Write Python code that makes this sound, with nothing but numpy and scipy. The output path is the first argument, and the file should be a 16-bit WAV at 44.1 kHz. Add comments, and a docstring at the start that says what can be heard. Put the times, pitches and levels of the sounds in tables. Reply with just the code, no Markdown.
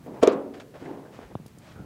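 """Stepping down onto dry dirt

Someone steps down from a small vehicle and walks off. A foot knocks twice on a hollow part
by the tyre, which rings on and rumbles when rubbed. Soles scuff the grit, small stones click,
soft thumps follow, and light wind buffets the microphone."""
import sys
import numpy as np
from scipy import signal
from scipy.fft import rfft, irfft
from scipy.io import wavfile

SR = 44100
rng = np.random.default_rng(int(sys.argv[2]) if len(sys.argv) > 2 else 0)


def wrap_up_sound(samples):
    """Save the sound to the file named by the first command line argument, as 16-bit audio."""
    columns = np.atleast_2d(samples).T
    # keep every value between -1 and 1, then stretch to whole-number steps
    tamed = np.clip(columns, -1, 1)
    steps = np.round(tamed * 32767).astype(np.int16)
    wavfile.write(sys.argv[1], SR, steps)


N = 81585
T = np.arange(N) / SR
HZ = np.fft.rfftfreq(N, 1 / SR)
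TILT_OCTAVES = np.log2(np.maximum(HZ, 300) / 1000)  # re 1 kHz, flat below 300 Hz

# Long modes of the hollow body. Each row: frequency in Hz, level in dB, T60 in seconds.
HOLLOW_MODES = [(233.3, -31.5, 1), (279, -29, 0.99), (295, -30, 0.71), (346.5, -38, 0.54),
                (376, -33.5, 0.94), (415, -24, 0.35), (441, -45, 0.39), (450, -35.5, 0.98),
                (494, -29, 0.74), (519, -33, 0.71), (547, -29, 0.41), (626, -31.5, 0.22),
                (715, -40.5, 0.67), (926, -41.5, 0.6), (1100, -51, 0.42), (1186, -44, 0.23)]


def amp(db):
    """Decibels to gain."""
    return 10 ** (np.asarray(db) / 20)


def unit_rms(x):
    """Scale to an rms of one."""
    return x / np.sqrt(np.mean(x ** 2) + 1e-20)


def curve_at(points, hz):
    """Interpolate (Hz, value) rows over log frequency."""
    points_hz, values = np.transpose(points)
    return np.interp(np.log(hz + 1), np.log(points_hz), values)


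def colour(x, gain_db):
    """Filter by a gain per FFT bin; unit rms."""
    return unit_rms(irfft(rfft(x) * amp(gain_db), N))


def noise(spectrum):
    """Unit-rms noise shaped by (Hz, dB) rows."""
    return colour(rng.standard_normal(N), curve_at(spectrum, HZ))


def add(mix, start_s, sound):
    """Mix a sound in from start_s."""
    part = mix[max(round(start_s * SR), 0):]
    part += sound[:len(part)]


def envelope(start_s, rise_s, hold_s, decay_s):
    """Linear rise, hold, exponential decay."""
    attack = np.clip((T - start_s) / rise_s, 0, 1)
    return attack * np.exp(-np.maximum(T - start_s - rise_s - hold_s, 0) / decay_s)


def pulse(peak_s):
    """Smooth bump that reaches one at peak_s."""
    return T / peak_s * np.exp(1 - T / peak_s)


def ring(modes):
    """Decaying sines of a struck object."""
    return sum(amp(db - 60 * T / t60_s) * np.sin(2 * np.pi * hz * T) for hz, db, t60_s in modes)


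def grains(rate_per_s=4600, spread_db=3):
    """Friction: dense tiny slips of uneven size."""
    size = amp(spread_db * np.minimum(rng.exponential(1, N), 4))
    return size * rng.choice([-1, 1], N) * (rng.random(N) < rate_per_s / SR)


def knocks():
    """Each blow crunches, clacks, flexes the panel for a few cycles and rings the hollow body."""
    # The first two blows merge into one knock. Each row: start in seconds, panel level in dB,
    # panel pitch in Hz, swell time in seconds, clack and crunch levels in dB,
    # crunch rise and decay in seconds, ring level in dB.
    blows = [(0.2273, -7, 450, 0.0016, -21, -31.5, 0.0014, 0.006, -6),
             (0.2317, -3.5, 447.5, 0.005, -18, -23, 0.0019, 0.0047, -0.5),
             (0.2739, -1.5, 415, 0.0058, -19, -19.5, 0.00028, 0.0024, -0.5)]
    # Short modes at the contact. Each row: frequency in Hz, level in dB, T60 in seconds.
    clack_modes = [(276, 2.5, 0.054), (625.7, 1.5, 0.12), (683, -6, 0.13), (928, -11.5, 0.056),
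                   (1116, -7, 0.065), (1210, -12, 0.12), (1772, -14, 0.028), (2320, -15.5, 0.05),
                   (4090, -29, 0.032), (6000, -19, 0.016), (6780, -22, 0.06)]
    # Each row: frequency in Hz, level in dB.
    crunch_spectrum = [(30, -21), (200, -26), (700, 7.5), (1500, -1.5), (3000, -2.5), (6000, -11),
                       (9000, -14), (12000, -26.5), (16000, -46)]
    radiation = signal.butter(1, 198, "high", fs=SR, output="sos")  # a small body radiates little bass
    ring_rise_s, choke_s = 0.0048, 0.016  # the next blow chokes the long modes
    clack, hollow = ring(clack_modes), ring(HOLLOW_MODES)
    ends_s = [blow[0] for blow in blows[1:]] + [T[-1]]
    out = np.zeros(N)
    for blow, end_s in zip(blows, ends_s):
        start_s, panel_db, panel_hz, swell_s, clack_db, crunch_db, rise_s, decay_s, ring_db = blow
        panel = -pulse(swell_s) ** 5 * np.sin(2 * np.pi * panel_hz * T)
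        crunch = noise(crunch_spectrum) * envelope(0, rise_s, 0, decay_s)
        ringing = hollow * envelope(0, ring_rise_s, end_s - start_s, choke_s) + body_wash(ring_rise_s)
        struck = amp(panel_db) * panel + amp(clack_db) * clack + amp(ring_db) * ringing
        add(out, start_s, signal.sosfilt(radiation, struck) + amp(crunch_db) * crunch)
    return out


def body_wash(rise_s, level_db=-24.5):
    """The hollow body's dense weak modes; the treble dies first."""
    # Each row: frequency in Hz, level in dB.
    spectrum = [(60, -32), (150, -10), (240, 2.5), (500, 0), (830, -8.5), (1150, -7), (1800, -18.5),
                (4000, -22.5), (7000, -31), (15000, -64)]
    # Each row: frequency in Hz, T60 in seconds.
    decay_times = [(200, 0.83), (500, 0.89), (1000, 0.53), (2700, 0.32), (7000, 0.083)]
    hz, time_s, bands = signal.stft(noise(spectrum), SR, nperseg=512)
    bands *= amp(-60 * time_s / curve_at(decay_times, hz)[:, None])
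    tail = signal.istft(bands, SR, nperseg=512)[1][:N]
    return amp(level_db) * np.minimum(T / rise_s, 1) * tail


def rubs(foot_damping_s=0.1, ring_db=-8):
    """Friction rumbles in the hollow body, partly damped by the rubbing foot."""
    # Each row: start, rise, hold and decay in seconds, level in dB, tilt in dB per octave.
    strokes = [(0.007, 0.058, 0.0055, 0.0042, -53.5, 8), (0.062, 0.0017, 0.064, 0.0085, -40, 0.5),
               (0.13, 0.016, 0.044, 0.024, -41.5, 4), (0.805, 0.019, 0.012, 0.021, -38.5, -2.5),
               (0.855, 0.0015, 0.075, 0.13, -38.5, 2)]
    # Each row: frequency in Hz, level in dB.
    spectrum = [(60, -41), (150, -11), (270, 3), (500, -1.5), (700, -5), (950, -10), (1300, -21),
                (2000, -28.5), (3500, -43.5), (12000, -62)]
    slips = grains()
    damped_modes = ring(HOLLOW_MODES) * np.exp(-T / foot_damping_s)
    resonance = irfft(rfft(slips) * rfft(damped_modes), N)
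    rumble = colour(slips, curve_at(spectrum, HZ)) + amp(ring_db) * unit_rms(resonance)
    return sum(amp(db) * envelope(*timing) * colour(rumble, tilt * TILT_OCTAVES)
               for *timing, db, tilt in strokes)


def thumps(slap_width_s=0.00032):
    """Short high-passed pushes swing once or twice, each with a dull slap on top."""
    # Each row: time in seconds, push level in dB, push rise in seconds, bass edge in Hz,
    # slap level in dB.
    pushes = [(1.191, -27, 0.00079, 196, -34), (1.245, -31, 0.0078, 54, -65),
              (1.354, -16.5, 0.0013, 106, -22.5), (1.4, -26, 0.0016, 149, -69),
              (1.461, -34, 0.00056, 170, -57), (1.576, -35, 0.00082, 172, -63),
              (1.761, -33, 0.0019, 69, -61), (1.796, -27.5, 0.0013, 68, -50),
              (1.802, -25.5, 0.0014, 170, -46), (1.846, -30, 0.0017, 170, -47)]
    slap_time = T / slap_width_s - 4
    slap = (1 - slap_time ** 2) * np.exp(-slap_time ** 2 / 2)
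    out = np.zeros(N)
    for time_s, push_db, rise_s, edge_hz, slap_db in pushes:
        bass_cut = signal.cheby1(3, 1.5, edge_hz, "high", fs=SR, output="sos")
        swing = signal.sosfilt(bass_cut, pulse(rise_s) ** 2)
        add(out, time_s - rise_s / 2, amp(push_db) * swing)
        add(out, time_s - 4 * slap_width_s, amp(slap_db) * slap)
    return out


def scuffs():
    """Soles crush and drag dry crumbs of earth."""
    # Each row: start, rise, hold and decay in seconds, level in dB, tilt in dB per octave.
    strokes = [(0.214, 0.015, 0.0025, 0.0057, -34.5, 2), (0.316, .006, 0.011, 0.01, -54, 9),
               (0.538, 0.0057, 0.0043, 0.017, -44.5, 2), (0.569, 0.0039, 0.0056, 0.014, -50.5, 2.5),
               (0.598, 0.0016, 0.0068, 0.014, -44, 3.5), (0.737, 0.0056, 0.031, 0.0079, -46, 0),
               (0.768, 0.032, 0.054, 0.072, -50.5, 2), (1.111, 0.033, 0.0031, 0.083, -50.5, 2.5),
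               (1.186, 0.039, 0.0085, 0.033, -46.5, 0), (1.303, 0.0012, 0.018, 0.0082, -45.5, -4.5),
               (1.581, 0.098, 0.042, 0.038, -53, 3.5), (1.742, 0.013, .04, .08, -52.5, -4)]
    # Each row: frequency in Hz, level in dB.
    grit_spectrum = [(60, 0.5), (200, 2.5), (600, 10.5), (1000, 1), (1600, -1.5), (2600, -9), (4500, -18),
                     (8000, -27), (15000, -64)]
    grit_db = curve_at(grit_spectrum, HZ)
    return sum(amp(db) * envelope(*timing) * colour(grains(), grit_db + tilt * TILT_OCTAVES)
               for *timing, db, tilt in strokes)


def stones(rise_s=0.00071):
    """Small stones click and grate under a shoe, each in its own band."""
    # Each row: start in seconds, level in dB, centre in Hz, half-width in octaves, decay in seconds.
    clicks = [(0.2723, -31.5, 6190, 0.033, 0.002), (0.537, -54, 3000, 0.51, 0.005),
              (0.5995, -47.5, 3500, 0.37, 0.0034), (0.859, -43.5, 1860, 0.2, 0.0057),
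              (1.051, -52, 1570, 0.12, 0.023), (1.352, -51, 3120, .25, .002),
              (1.4625, -50, 5900, 1, 0.0048), (1.479, -58.5, 5900, 0.74, 0.0067),
              (1.585, -49, 6850, 0.37, 0.0032), (1.755, -54.5, 1384, 0.084, 0.099)]
    out = np.zeros(N)
    for start_s, db, centre_hz, half_width_oct, decay_s in clicks:
        offset_oct = np.log2((HZ + 1) / centre_hz)
        band_db = -10 * np.log10(1 + (offset_oct / half_width_oct) ** 4)
        out += amp(db) * envelope(start_s, rise_s, 0, decay_s) * colour(rng.standard_normal(N), band_db)
    return out


def wind(air_db=-55.5):
    """Low buffeting at the microphone over steady outdoor air."""
    # Each row of both spectra: frequency in Hz, level in dB.
    buffet_spectrum = [(20, -35), (45, -11), (75, -6), (130, 0.5), (200, -5), (400, -16), (1500, -38),
                       (8000, -83)]
    air_spectrum = [(30, -23), (130, 5), (400, -8), (800, -12.5), (1600, -16), (4000, -23.5), (9000, -27.5),
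                    (15500, -30.5)]
    # Each row: time in seconds, level in dB.
    gusts = [(0, -47.5), (.25, -51), (.5, -56), (.7, -58.5), (.9, -51.5), (1.15, -56.5), (1.4, -51),
             (1.65, -54.5), (1.85, -45.5)]
    gust_db = np.interp(T, *np.transpose(gusts))
    return amp(gust_db) * noise(buffet_spectrum) + amp(air_db) * noise(air_spectrum)


def scene():
    """All sources, mono."""
    return (knocks() + rubs() + scuffs() + thumps() + stones() + wind())[None]


def record(dry):
    """Microphone bass cut and recorder band limit."""
    low_hz, high_hz = 39, 15850
    bass_cut = signal.butter(2, low_hz, "high", fs=SR, output="sos")
    band_limit = signal.firwin(511, high_hz, window=("kaiser", 9), fs=SR)
    return signal.oaconvolve(signal.sosfilt(bass_cut, dry), band_limit[None], "same")


dry = scene()
out = record(dry)
wrap_up_sound(out)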